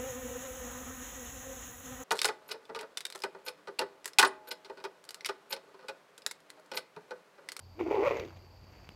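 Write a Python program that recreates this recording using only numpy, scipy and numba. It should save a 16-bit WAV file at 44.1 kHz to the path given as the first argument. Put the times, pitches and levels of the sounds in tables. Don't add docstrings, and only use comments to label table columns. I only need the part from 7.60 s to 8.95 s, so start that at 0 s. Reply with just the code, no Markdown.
import sys
import numpy as np
from scipy import signal
from scipy.fft import rfft, irfft
from scipy.io import wavfile
from scipy.ndimage import uniform_filter1d, map_coordinates
from numba import njit

SR = 44100
rng = np.random.default_rng(int(sys.argv[2]) if len(sys.argv) > 2 else 0)


def to_wav(sig):
    pcm = np.clip(np.atleast_2d(sig), -1, 1) * 32767
    pcm = np.round(pcm).astype(np.int16)
    wavfile.write(sys.argv[1], SR, pcm.T)


N = 59535
TIME = np.arange(N) / SR
JITTER, JITTER_PER_S = 0.062, 330


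def growl():
    # time in seconds, pitch in Hz, level in dB, roughness (0 tone, 1 and above rattle).
    call = [(.16, 295, -63, 0), (.184, 320.8, -48, 0.42), (.2, 396.6, -43.5, 0.53),
            (.206, 390.6, -30.5, 0.42), (.221, 317.3, -31, 0.2), (.232, 310.7, -37, 0.2),
            (.258, 310.7, -40, 0.3), (.268, 345.5, -32, 0.1), (.283, 340.2, -31, 0.36),
            (.299, 379, -42, .6), (.314, 423.9, -27, 0.7), (.324, 432.7, -35, 0.75),
            (.35, 416.5, -27.5, 0.27), (.367, 443.7, -37.5, 0.77), (.38, 365.2, -26, 0),
            (.405, 395.1, -28.5, 0.18), (.432, 462.5, -29, 0.5), (.455, 503.2, -30.5, 0.16),
            (.468, 588.3, -28, 0.05), (.482, 564.7, -23.5, 0), (.487, 562.7, -41.5, 0.4),
            (.507, 470.2, -35, 0.9), (.512, 497.4, -27.5, 0.5), (.535, 427.8, -36, .7),
            (.565, 476.2, -37.5, 0.7), (.61, 466.4, -41, 0.7), (.643, 419.4, -45, 1.1),
            (.675, 321, -53, 0.7), (.72, 329, -61, 0.4)]
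    # time in seconds, level of the air in the throat in dB, level in the mouth in dB.
    breath = [(.184, -72.5, -75), (.196, -45, -47), (.207, -42.5, -49.5), (.245, -60.5, -60.5),
              (.266, -43, -57), (.295, -50, -62), (.313, -37, -44), (.335, -46, -53), (.353, -40, -45.5),
              (.38, -40, -52.5), (.435, -39, -46), (.478, -35.5, -38.5), (.49, -50.5, -40.5),
              (.507, -42.5, -45.5), (.513, -37.5, -39), (.524, -49, -47), (.57, -52, -49), (.63, -65, -53),
              (.67, -67, -72), (.72, -95, -91)]
    start, end, fade_s = call[0][0], call[-1][0], 0.02
    gate = np.clip((TIME - start) / fade_s + 1, 0, 1) * np.clip((end - TIME) / fade_s + 1, 0, 1)
    pitch, effort = curve(call, column=1), undb(curve(call, column=2))
    rough = np.clip(curve(call, column=3), 0, 1)
    voice, overtones, puffs = syrinx(pitch, effort, rough)
    body = voice + (overtones + throat(puffs, pitch)) * undb(curve(breath, column=1))
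    body = body - resonate(body, hz=1684, width_hz=310)
    body = signal.sosfiltfilt(signal.butter(5, 230, "high", fs=SR, output="sos"), body)
    return gate * (body + mouth(puffs) * undb(curve(breath, column=2) + 1))


def syrinx(pitch, effort, rough):
    # multiple of the pitch, level in dB against the air in the throat.
    partials = [(2, -1), (3, -17.5), (4, -17.5)]
    flutter_hz, flutter_bend, flutter_depth = 112, 0.16, 0.65
    shimmer_db, smear_radians = 2.8, 0.65
    evenness, evenness_s = 0.87, 0.014
    flap_phase = turn(flutter_hz * np.exp(0.18 * walk(150)))
    flap_cycles, flutter = flap_phase / (2 * np.pi), np.sin(flap_phase)
    phase = turn(pitch * (1 + JITTER * walk(JITTER_PER_S) + flutter_bend * rough * flutter))
    throb = unit((1 + flutter_depth * np.sqrt(rough) * flutter) * undb(shimmer_db * walk(200)))
    tone = -np.sqrt(2) * np.cos(phase) * throb * undb(0.5)
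    flaps = np.diff(np.floor(flap_cycles), prepend=0)
    rattle = band(flaps, pitch, width_hz=238) * undb(-1.5)
    swing = np.sqrt(1 - rough ** 2) * tone + rough * rattle
    power = uniform_filter1d(swing ** 2, int(evenness_s * SR)) + 1e-9
    voice = effort * undb(0.5) * swing / power ** (evenness / 2)
    chest = undb(3.5) * resonate(effort * rough * rattle, hz=340, width_hz=49)
    upper = sum(undb(db) * np.cos(k * phase + smear_radians * walk(400)) for k, db in partials)
    overtones = -np.sqrt(2) * throb * upper
    bursts = 1 + 2 * np.exp(-(flap_cycles % 1) / 0.43)
    grain = undb(walk(900))
    puffs = unit(bursts * np.exp(0.5 * np.cos(phase)) * grain)
    return voice + chest, overtones, puffs


def throat(puffs, pitch):
    climbing = undb(-2) * band(puffs * rng.standard_normal(N), hz=407 + 1.18 * pitch, width_hz=360)
    windpipe = undb(-6.5) * band(puffs * rng.standard_normal(N), hz=958, width_hz=310)
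    return climbing + windpipe


def mouth(puffs):
    # frequency in Hz, relative level in dB.
    gape_colour = [(200, -21.5), (700, -17), (1400, -2.5), (1700, -11.5), (1980, 2), (2350, 3), (2680, -3),
                   (3050, -10.5), (4200, -19.5), (5600, -23), (6700, -26.5), (8500, -38.5), (10600, -49.5),
                   (12700, -30), (15500, -50)]
    return colour(puffs * rng.standard_normal(N), gape_colour)


def afternote():
    # time in seconds, pitch in Hz, level in dB.
    note = [(.8, 330.6, -79), (.83, 350, -60), (.858, 354, -65), (.885, 343, -80)]
    pitch = curve(note, column=1) * (1 + JITTER * walk(JITTER_PER_S))
    sounding = (TIME > note[0][0]) & (TIME < note[-1][0])
    return np.sqrt(2) * np.sin(turn(pitch)) * undb(curve(note, column=2)) * sounding


def rustle():
    # time in seconds, level in dB.
    levels = [(0, -82.5), (.3, -51.5), (.58, -50), (.72, -60.5), (.9, -68.5), (1.02, -66), (1.12, -58),
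              (1.35, -60.5)]
    # frequency in Hz, relative level in dB.
    plumage_colour = [(22, -9), (55, 6), (130, 2), (300, -2.5), (900, -8.5), (1600, -12), (2600, -9.5),
                      (3500, -22.5), (6500, -23.5), (9000, -41), (15500, -34.5)]
    friction = rng.standard_normal(N) * unit(undb(3.2 * walk(300)))
    return colour(friction, plumage_colour) * undb(curve(levels))


def crackles():
    # start in seconds, level in dB, decay in seconds.
    events = [(.263, -53, 0.0022), (0.5678, -39.5, 0.0039), (0.572, -40, 0.0027), (.597, -27, .0019),
              (0.649, -44, 0.0035), (0.676, -45, 0.0024), (.683, -49, 0.0024), (0.763, -57, 0.0054),
              (0.77, -50, 0.0033)]
    # frequency in Hz, relative level in dB.
    feather_colour = [(300, 11.5), (900, 6), (1700, 4.5), (2400, 6), (3700, 3.5), (5200, -10), (6500, 0.5),
                      (8300, -36), (10500, -34.5), (12700, -15.5), (15500, -38)]
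    rise_s = 0.00081
    envelope = np.zeros(N)
    for start, db, decay_s in events:
        age = np.maximum(TIME - start, 0)
        envelope += undb(db) * (1 - np.exp(-age / rise_s)) * np.exp(-age / decay_s)
    return colour(envelope * rng.standard_normal(N), feather_colour)


def ticks():
    # start in seconds, level in dB.
    events = [(.7055, -45), (.728, -49)]
    # frequency in Hz, relative level in dB.
    tick_colour = [(200, -6), (900, 11), (1700, 5), (2500, -5), (4000, -15), (7000, -14), (10000, -33),
                   (15500, -37)]
    decay_s = 0.0016
    envelope = np.zeros(N)
    for start, db in events:
        age = np.maximum(TIME - start, 0)
        envelope += undb(db) * (TIME >= start) * np.exp(-age / decay_s)
    return colour(envelope * rng.standard_normal(N), tick_colour)


def snaps():
    # start in seconds, snap level in dB, knock level in dB.
    events = [(1.291, -24.5, -36), (1.296, -43, -58)]
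    # frequency in Hz, relative level in dB.
    snap_colour = [(200, -7), (1400, -4), (2000, -5), (2900, 2), (4200, -12.5), (7000, -20), (10000, -23),
                   (13000, -29), (15500, -30)]
    knock_hz, knock_decay_s = 162, 0.0024
    clicks, knocks = np.zeros((2, N))
    for start, snap_db, knock_db in events:
        age = np.maximum(TIME - start, 0)
        clicks[int(start * SR)] += undb(snap_db)
        knocks -= undb(knock_db) * np.sin(2 * np.pi * knock_hz * age) * np.exp(-age / knock_decay_s)
    return colour(clicks, snap_colour) + knocks


def night():
    # frequency in Hz, relative level in dB.
    air_colour = [(20, -16.5), (50, -1.5), (110, -1.5), (170, -11), (280, -17.5), (600, -16), (900, -16),
                  (1300, -24), (1850, -30), (2500, -29), (3400, -33), (5500, -38), (7000, -37.5),
                  (8800, -47.5), (10700, -49), (12500, -36), (15500, -52)]
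    # time in seconds, level in dB.
    hum_levels = [(0, -58), (.12, -54), (.3, -59), (.7, -56.5), (.9, -55), (1.02, -64), (1.35, -58.5)]
    hum_hz, waver_db = 91, 3
    air = colour(rng.standard_normal(N), air_colour) * undb(-57.5 + 0.24 * walk(10))
    hum_tone = np.sin(turn(hum_hz * (1 + 0.016 * walk(18))))
    hum = unit(hum_tone * undb(waver_db * walk(11.86))) * undb(curve(hum_levels))
    chorus = band(rng.standard_normal(N), hz=4700, width_hz=760) * undb(-72 + 2 * walk(45))
    cricket = band(rng.standard_normal(N), hz=4590, width_hz=160) * undb(-74)
    return air + hum + chorus + cricket


def undb(db):
    return 10 ** (np.asarray(db) / 20)


def unit(x):
    return x / np.sqrt(np.mean(x ** 2))


def curve(table, column=1):
    rows = np.array(table)
    return np.interp(TIME, np.sort(rows[:, 0]), rows[:, column])


def walk(rate):
    return unit(map_coordinates(rng.standard_normal(4096), [TIME * rate + 2], order=3, mode="wrap"))


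def turn(hz):
    return 2 * np.pi * np.cumsum(hz) / SR


def colour(x, points):
    rows, size = np.array(points), 2 * N
    hz = np.maximum(np.arange(N + 1) * SR / size, 1)
    gain = unit(undb(np.interp(np.log(hz), np.log(rows[:, 0]), rows[:, 1])))
    cepstrum = irfft(np.log(gain))
    cepstrum[1:N] *= 2
    cepstrum[N + 1:] = 0
    return irfft(rfft(x, size) * np.exp(rfft(cepstrum)))[:N]


@njit
def resonate(x, hz, width_hz):
    centre = hz * np.ones(len(x))
    y, band_state, low_state = np.empty(len(x)), 0., 0.
    for i in range(len(x)):
        step, damping = np.tan(np.pi * centre[i] / SR), width_hz / centre[i]
        ring = (band_state + step * (x[i] - low_state)) / (1 + step * (step + damping))
        band_state = 2 * ring - band_state
        low_state += 2 * step * ring
        y[i] = damping * ring
    return y


def band(x, hz, width_hz):
    return unit(resonate(resonate(x, hz, width_hz), hz, width_hz))


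def scene():
    return (growl() + rustle() + crackles() + ticks() + snaps() + night() + afternote())[None, :]


def record(dry):
    bass_cut_hz, top_hz = 35, 15750
    thinned = signal.sosfilt(signal.butter(3, bass_cut_hz, "high", fs=SR, output="sos"), dry)
    return signal.sosfilt(signal.ellip(10, .2, 70, top_hz, fs=SR, output="sos"), thinned)


dry = scene()
out = record(dry)
to_wav(out)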